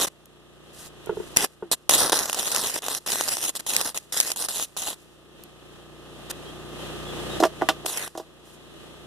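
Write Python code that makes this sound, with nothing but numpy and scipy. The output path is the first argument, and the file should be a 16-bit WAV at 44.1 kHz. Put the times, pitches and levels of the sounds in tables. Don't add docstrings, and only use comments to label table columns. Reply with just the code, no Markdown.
import sys
import numpy as np
from scipy import signal
from scipy.fft import rfft, irfft, next_fast_len
from scipy.io import wavfile
from scipy.ndimage import uniform_filter1d

SR = 44100
rng = np.random.default_rng(int(sys.argv[2]) if len(sys.argv) > 2 else 0)


def unload_audio(sound):
    columns = np.transpose(np.atleast_2d(sound))
    steps = np.round(np.clip(columns, -1, 1) * 32767)
    wavfile.write(sys.argv[1], SR, steps.astype(np.int16))


N = 399546
TIME = np.arange(N) / SR

# strike t/s, break t/s, base level/dB, sag over the burn/dB, roar re sizzle/dB
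ARC_BURNS = [(0, 0.058, -26.5, -1, -2), (1.363, 1.46, -27.5, 4, 0.5), (1.714, 1.747, -23.5, 9, -10.5),
             (1.893, 2.11, -23, 11.5, -2.5), (2.12, 2.788, -28.5, -2.5, -3), (2.82, 2.982, -33, -13, -1),
             (3.062, 3.503, -28.5, -0.5, -5), (3.552, 3.574, -30.5, -4, -7.5), (3.664, 3.911, -32.5, 6, -4),
             (3.945, 3.983, -34.5, -4, -2), (4.123, 4.338, -31.5, 6, -6.5), (4.36, 4.466, -34, 0.5, -5.5),
             (4.485, 4.651, -30, -4.5, -8), (4.77, 4.941, -33, 5, -5.5), (7.858, 8.08, -38, 14.5, 1.5)]
# f/Hz, level/dB
SIZZLE_SPECTRUM = [(800, -41), (2000, -1), (3600, 1), (4700, -0.5), (5500, 4.5), (7000, 1.5), (10100, 1),
                   (11400, -1.5), (14500, -7)]
ROAR_SPECTRUM = [(60, -15), (450, 1), (1100, 2.5), (1900, 0.5), (3700, -3.5), (6000, -50)]
def arc(flutter_db=1.9, crackle_db=-3.5, echo_gain=0.42, break_s=0.0033, shrill_hz=9800, shrill_db=-21):
    gates = [(TIME >= strike) * (1 - np.tanh((TIME - end) / break_s / 2)) / 2
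             for strike, end, *_ in ARC_BURNS]
    burning = sum(gates)
    short = sum(gate * shortness(sag_db) for gate, (_, _, _, sag_db, _) in zip(gates, ARC_BURNS))
    power_db, roar_db = burn_levels()
    flutter = undb(flutter_db * (walk(70) + .5 * walk(500)))
    crackle = (.5 + short) * undb(crackle_db)
    gas = flutter * (crackle * sparks(1600, 2.4) + rng.standard_normal(N)) / np.hypot(crackle, 1)
    echo_ms = .3 * undb(2.5 * walk(7))
    lag = (echo_ms * SR / 1000).astype(int)
    gas = gas + echo_gain * gas[np.maximum(np.arange(N) - lag, 0)]
    sizzle = unit(colour(gas, SIZZLE_SPECTRUM))
    roar = unit(colour(gas * undb(2 * walk(120)), ROAR_SPECTRUM)) * undb(roar_db)
    shrill = unit(signal.lfilter(*signal.iirpeak(shrill_hz, Q=shrill_hz / 1300, fs=SR), gas))
    shrill *= undb(shrill_db + power_db / 2 + 3 * walk(8.7))
    return burning * undb(power_db) * (sizzle + roar) + (burning - short / 2) * shrill


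# t/s, relative level/dB
CHOKING_TACK = [(2.16, -13.5), (2.342, -35), (2.393, -24.5), (2.42, -33.5), (2.568, -26.5), (2.746, -32.5),
                (2.76, -29.5)]
def burn_levels(arch_db=3, roar_hold=0.98, slump_db=14, slump_s=0.17):
    power, roar = np.zeros(N), np.zeros(N)
    for strike, end, db, sag_db, roar_db in ARC_BURNS:
        i = int(strike * SR)
        from_middle = np.minimum((TIME[i:] - strike) / (end - strike), 1) - .5
        arch = arch_db * (2 - shortness(sag_db)) * (np.cos(np.pi * from_middle) - .5)
        power[i:] = db - sag_db * from_middle + arch
        roar[i:] = roar_db + roar_hold * sag_db * from_middle
    times, db = np.transpose(CHOKING_TACK)
    strike, end, *_ = max(ARC_BURNS, key=lambda burn: burn[1] - burn[0])
    power += (TIME >= strike) * (TIME < end) * np.interp(TIME, times, db - db.mean())
    for s, thump_db, _ in BIG_DROPS:
        i = int(s * SR)
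        power[i:] -= slump_db * undb(thump_db) * np.exp((s - TIME[i:]) / slump_s)
    return power, roar


def shortness(sag_db, drawn_sag_db=8):
    return np.clip(2 - sag_db / drawn_sag_db, 0, 1)


# t/s, thump level/dB, spit level/dB
BIG_DROPS = [(0.049, -15, -22), (1.3702, -23, -7), (1.447, -14, -17.5), (1.8958, -8.5, -7.5),
             (2.0968, -12.5, -17), (2.1313, -5.5, -26), (2.1903, -20, -18), (2.2977, -16, -17),
             (2.3894, -21, -22), (2.5625, -19, -16.5), (2.763, -18, -33), (2.8842, -13.5, -18.5),
             (2.95, -30, -20), (3.1199, -24, -16.5), (3.1576, -16.5, -20), (3.2105, -11, -14),
             (3.285, -22, -18.5), (3.3031, -27, -31), (3.37, -19, -22), (3.7354, -41, -15.5),
             (3.765, -37, -12.5), (3.813, -17, -17.5), (3.9753, -28, -18), (4.174, -31, -18.5),
             (4.2023, -16.5, -11), (4.211, -27, -18.5), (4.285, -30, -30), (4.3173, -22.5, -18),
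             (4.424, -26, -19.5), (4.4875, -19, -26), (4.5984, -17.5, -24), (4.767, -22, -30),
             (4.8716, -22.5, -22), (7.8625, -15.5, -16.5), (7.9737, -21.5, -20), (8.0775, -23.5, -30.5)]
def drops(per_s=14, scatter_db=3, strike_lag_s=0.0019):
    rows = list(BIG_DROPS)
    for strike, end, db, sag_db, _ in ARC_BURNS:
        rows.append((strike + strike_lag_s, db + 5, db + 1))
        times = strike + np.cumsum(rng.exponential(size=16)) / per_s
        levels = db + np.array([8.5, 10]) - scatter_db * rng.random((16, 2))
        last_s = strike + (end - strike) * shortness(sag_db)
        rows += [(s, thump, spit) for s, (thump, spit) in zip(times, levels) if s < last_s]
    return rows


def pops(swing_ms=0.38, growth=0.16, spit_s=0.0026, lead_s=0.001, front_s=5e-5):
    thumps, spits, t = np.zeros(N), np.zeros(N), TIME[:600]
    for s, thump_db, spit_db in drops():
        drop_swing_ms = swing_ms * undb(growth * thump_db)
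        swing = np.abs(t - lead_s) * 1000 / drop_swing_ms
        add(thumps, s - lead_s, undb(thump_db + 2) * (swing - 1) * np.exp(-swing))
        add(thumps, s - lead_s / 2, undb(thump_db + 5) * np.exp(-t / front_s))
        add(spits, s - lead_s / 2, undb(spit_db) * np.exp(-t / spit_s) * rng.standard_normal(len(t)))
        add(spits, s, undb([spit_db + 7]))
    return thumps + colour(spits, SIZZLE_SPECTRUM)


# t/s, level/dB, swing/ms
GAS_PUFFS = [(1.37, -13, 0.75), (1.715, -12, 0.27)]
def puffs():
    pressure = np.zeros(N)
    for s, db, swing_ms in GAS_PUFFS:
        swing = TIME[:2048] * 1000 / swing_ms
        add(pressure, s, undb(db) * swing * (2 - swing) * np.exp(-swing))
    return pressure


# t/s, length/s, level/dB
TIP_FIZZES = [(0.068, 0.018, -34.5), (0.727, 0.17, -46), (1.135, 0.35, -53), (3.592, 0.018, -40),
              (6.297, 0.0187, -29), (8.44, 0.13, -58)]
# t/s, level/dB
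BEAD_TICKS = [(.257, -35), (1.06, -30.5), (5.437, -27.5)]
def spatter(tick_s=0.001, pool_db=-49.5, cooling_s=0.14):
    swell, ticks = np.zeros(N), np.zeros(N)
    for s, length_s, db in TIP_FIZZES:
        progress = np.minimum(TIME[:SR // 2] / length_s, 1)
        rise = np.minimum(np.sqrt(4 * progress), 1)
        fall = np.minimum(10 * (1 - progress), 1)
        add(swell, s, undb(db) * rise * fall)
    for strike, end, *_ in ARC_BURNS:
        add(swell, end, undb(pool_db) * np.sqrt(end - strike) * np.exp(-TIME[:SR] / cooling_s))
    for s, db in BEAD_TICKS:
        add(ticks, s, undb(db) * np.exp(-TIME[:600] / tick_s))
    fizz = unit(colour(sparks(12000, 1.5), [(700, 3.5), (10000, 2.5), (13000, -4.5)]))
    fizz *= undb(2 * walk(50))
    treble = unit(np.diff(rng.standard_normal(N + 1)))
    return swell * fizz + ticks * treble


# t/s, level/dB, contact/ms
FACE_BUMPS = [(1.07, -32.5, 0.17), (1.0937, -16.5, 0.46), (1.122, -28.5, 0.92), (1.17, -23, 1),
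              (1.2, -24.5, 0.98), (1.624, -24, 0.49)]
# t/s, level/dB, contact/ms, rattle re knock/dB
RIM_KNOCKS = [(7.401, -13, 1.0, -6.5), (7.425, -8.5, 1.1, -23), (7.435, -7, 0.23, -14),
              (7.451, -12, 0.49, -14), (7.612, -25, 0.25, -28), (7.6187, -11.5, 0.55, -26),
              (7.6879, -8.5, 0.081, -7), (7.847, -27, 0.86, -15), (8.151, -29, 0.69, -16),
              (8.175, -25, 0.75, -3), (8.198, -27, 0.51, -16)]
# f/Hz, level/dB, t60/s
FACE_MODES = [(176, -12.5, 0.072), (326.5, -3.5, 0.14), (386, 3.5, 0.061), (797, -2, 0.034),
              (1264, -6.5, 0.066)]
RIM_MODES = [(332.7, -9.5, 0.084), (433, -3.5, 0.016), (644, -7, 0.097), (765, -7, 0.071),
             (973, -5.5, 0.031), (1157, -15, 0.099), (1430, -12, 0.052), (1880, -2, 0.011)]
def shell(rattle_s=0.012):
    body, rattle = np.zeros(N), np.zeros(N)
    for s, db, contact_ms in FACE_BUMPS:
        bump = blow(FACE_MODES, contact_ms, clatter_db=-10, clatter_s=.018, bend=.17)
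        add(body, s, undb(db + 1) * bump)
    for s, db, contact_ms, rattle_db in RIM_KNOCKS:
        add(body, s, undb(db) * blow(RIM_MODES, contact_ms, clatter_db=-6, clatter_s=.011))
        add(rattle, s, undb(db + rattle_db) * np.exp(-TIME[:SR // 4] / rattle_s))
    grit = unit(colour(sparks(7900, 2.1), [(500, -29), (3300, -7), (5000, -4), (14000, -16.5)]))
    return body + rattle * grit / 2


def blow(modes, contact_ms, clatter_db, clatter_s, bend=0, relax_s=0.031):
    t = TIME[:SR // 4]
    bent_t = t + bend * relax_s * (1 - np.exp(-t / relax_s))
    ring = np.zeros(len(t))
    for k, (hz, db, t60) in enumerate(modes):
        decay = undb(db + 1.5 * rng.standard_normal() - 60 * t / t60)
        detuned_hz = hz * (1 + .012 * rng.standard_normal())
        ring += (-1) ** k * decay * np.sin(2 * np.pi * detuned_hz * bent_t)
    noise = rng.standard_normal(len(t))
    clatter = unit(colour(noise, [(100, -18), (330, 13), (1800, 7), (3500, 10.5), (6000, -27)]))
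    ring += undb(clatter_db) * clatter * np.exp(-t / clatter_s)
    corner_hz = min(500 / contact_ms, SR / 3)
    ring = signal.sosfilt(signal.butter(2, corner_hz, fs=SR, output="sos"), ring)
    return ring / np.sqrt(np.mean(ring[:512] ** 2)) / 2


# multiple of the firing rate, level/dB
ENGINE_ORDERS = [(2, 6), (3, -2), (5, 7), (7, -0.5), (10, -6.5), (11, 5.5), (12, 7), (13, -1), (34, -12.5),
                 (36, -4), (37, -17), (40, 0), (41, -7), (43, -2), (45, -13)]
# f/Hz, level/dB
EXHAUST_SPECTRUM = [(25, -13), (100, -13.5), (350, 1.5), (600, -5), (1300, -13), (2000, -13), (3300, -9.5),
                    (5000, -21.5), (10300, -23.5), (12500, -29.5)]
# f/Hz, side re mid/dB
EXHAUST_WIDTH = [(60, 9), (500, -3), (1200, -4), (2200, 0.5)]
def generator(firing_hz=29.87, hum_db=-2, air_db=-3, chuff=0.065, port_phase_rad=1.4):
    phase = 2 * np.pi * np.cumsum(firing_hz * (1 + 0.0013 * walk(3))) / SR
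    orders, db = np.transpose(ENGINE_ORDERS)
    hum = np.zeros((2, N))
    for k in range(2, 63):
        skew = port_phase_rad * np.exp(-k / 14) * np.array([[.5], [-.5]])
        hum += undb(np.interp(k, orders, db)) * np.cos(k * phase + rng.uniform(0, 2 * np.pi) + skew)
    throb = (1 + chuff * np.cos(phase)) * undb(1.2 * walk(8.5))
    mid, side = (unit(colour(rng.standard_normal(N) * throb, EXHAUST_SPECTRUM)) for _ in range(2))
    air = mid + colour(side, EXHAUST_WIDTH) * np.array([[1], [-1]])
    return undb(hum_db) * unit(hum) + undb(air_db) * air


# t/s, f/Hz
FAR_CHIRPS = [(6.45, 3250), (6.775, 3100), (7.055, 3400), (7.29, 3700)]
def birds(length_s=0.076, smear=0.021, level_db=-5):
    song = np.zeros(N)
    envelope = undb(level_db) * np.sin(np.pi * TIME[:int(length_s * SR)] / length_s)
    waver = walk(500)
    for s, hz in FAR_CHIRPS:
        i = int(s * SR)
        pitch = hz * (1 + smear * waver[i:i + len(envelope)])
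        add(song, s, envelope * np.sin(2 * np.pi * np.cumsum(pitch) / SR))
    return song


def background_level(swell_db_per_s=9.5):
    dips = [(strike, end, -61 - .15 * db) for strike, end, db, _, _ in ARC_BURNS]
    dips += [(s, s, -44.5 - .18 * db) for s, db, _, _ in RIM_KNOCKS]
    level = dips[0][2] + swell_db_per_s * TIME
    for start, end, db in dips:
        i = int(start * SR)
        level[i:] = np.minimum(level[i:], db + swell_db_per_s * np.maximum(TIME[i:] - end, 0))
    return uniform_filter1d(level, size=1500)


def undb(db):
    return 10 ** (np.asarray(db) / 20)


def unit(x):
    return x / np.sqrt(np.mean(x ** 2))


def colour(x, points, size=4096):
    hz, db = np.transpose(points)
    f = np.maximum(np.fft.rfftfreq(size, 1 / SR), 1)
    gain = undb(np.interp(np.log(f), np.log(hz), db))
    cepstrum = irfft(np.log(gain))
    cepstrum[1:size // 2] *= 2
    cepstrum[size // 2 + 1:] = 0
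    return signal.fftconvolve(x, irfft(np.exp(rfft(cepstrum))))[:len(x)]


def walk(rate):
    knots = rng.standard_normal(N // 8)
    return unit(np.interp(TIME * rate, np.arange(len(knots)), knots))


def sparks(per_s, scatter_db):
    size = undb(scatter_db * np.minimum(rng.exponential(size=N), 6))
    return unit((rng.random(N) < per_s / SR) * size * rng.choice([-1, 1], N))


def add(track, s, sound):
    i = max(int(s * SR), 0)
    track[i:i + len(sound)] += sound[:N - i]


HOLLOW_HZ = 2274
# f/Hz, side re mid/dB
CLOSE_WIDTH = [(100, -5.5), (700, -14), (2300, -4.5), (4000, -6.5), (11000, 1)]
def spread(x, wander_rate, steady, right_db, comb_top_hz=9000):
    quadrature = signal.hilbert(x, next_fast_len(N)).imag[:N]
    side = colour(quadrature * unit(steady + walk(wander_rate)), CLOSE_WIDTH)
    hz = np.linspace(1, SR / 2, 512)
    comb = np.abs(1 + np.exp(-(hz / comb_top_hz) ** 2 + 2j * np.pi * hz / HOLLOW_HZ))
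    side = colour(side, np.c_[hz, 20 * np.log10(comb)])
    return np.array([x + side, x - side]) * undb([[-right_db], [right_db]])


def scene():
    weld = spread(arc() + pops() + puffs() + spatter(), wander_rate=490, steady=0.14, right_db=0.54)
    knocks = spread(shell(), wander_rate=85, steady=0.29, right_db=1)
    background = (generator() + birds()) * undb(background_level())
    return weld + knocks + background


def record(dry, hollow_width_hz=520, second_width_hz=230, top_hz=14400):
    mid, side = (dry[0] + dry[1]) / 2, (dry[0] - dry[1]) / 2
    for hz, width_hz in ((HOLLOW_HZ, hollow_width_hz), (2 * HOLLOW_HZ, second_width_hz)):
        mid = signal.lfilter(*signal.iirnotch(hz, hz / width_hz, fs=SR), mid)
    clipped = np.clip([mid + side, mid - side], -1, 1)
    return signal.sosfilt(signal.ellip(10, .2, 80, top_hz, fs=SR, output="sos"), clipped)


dry = scene()
out = record(dry)
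unload_audio(out)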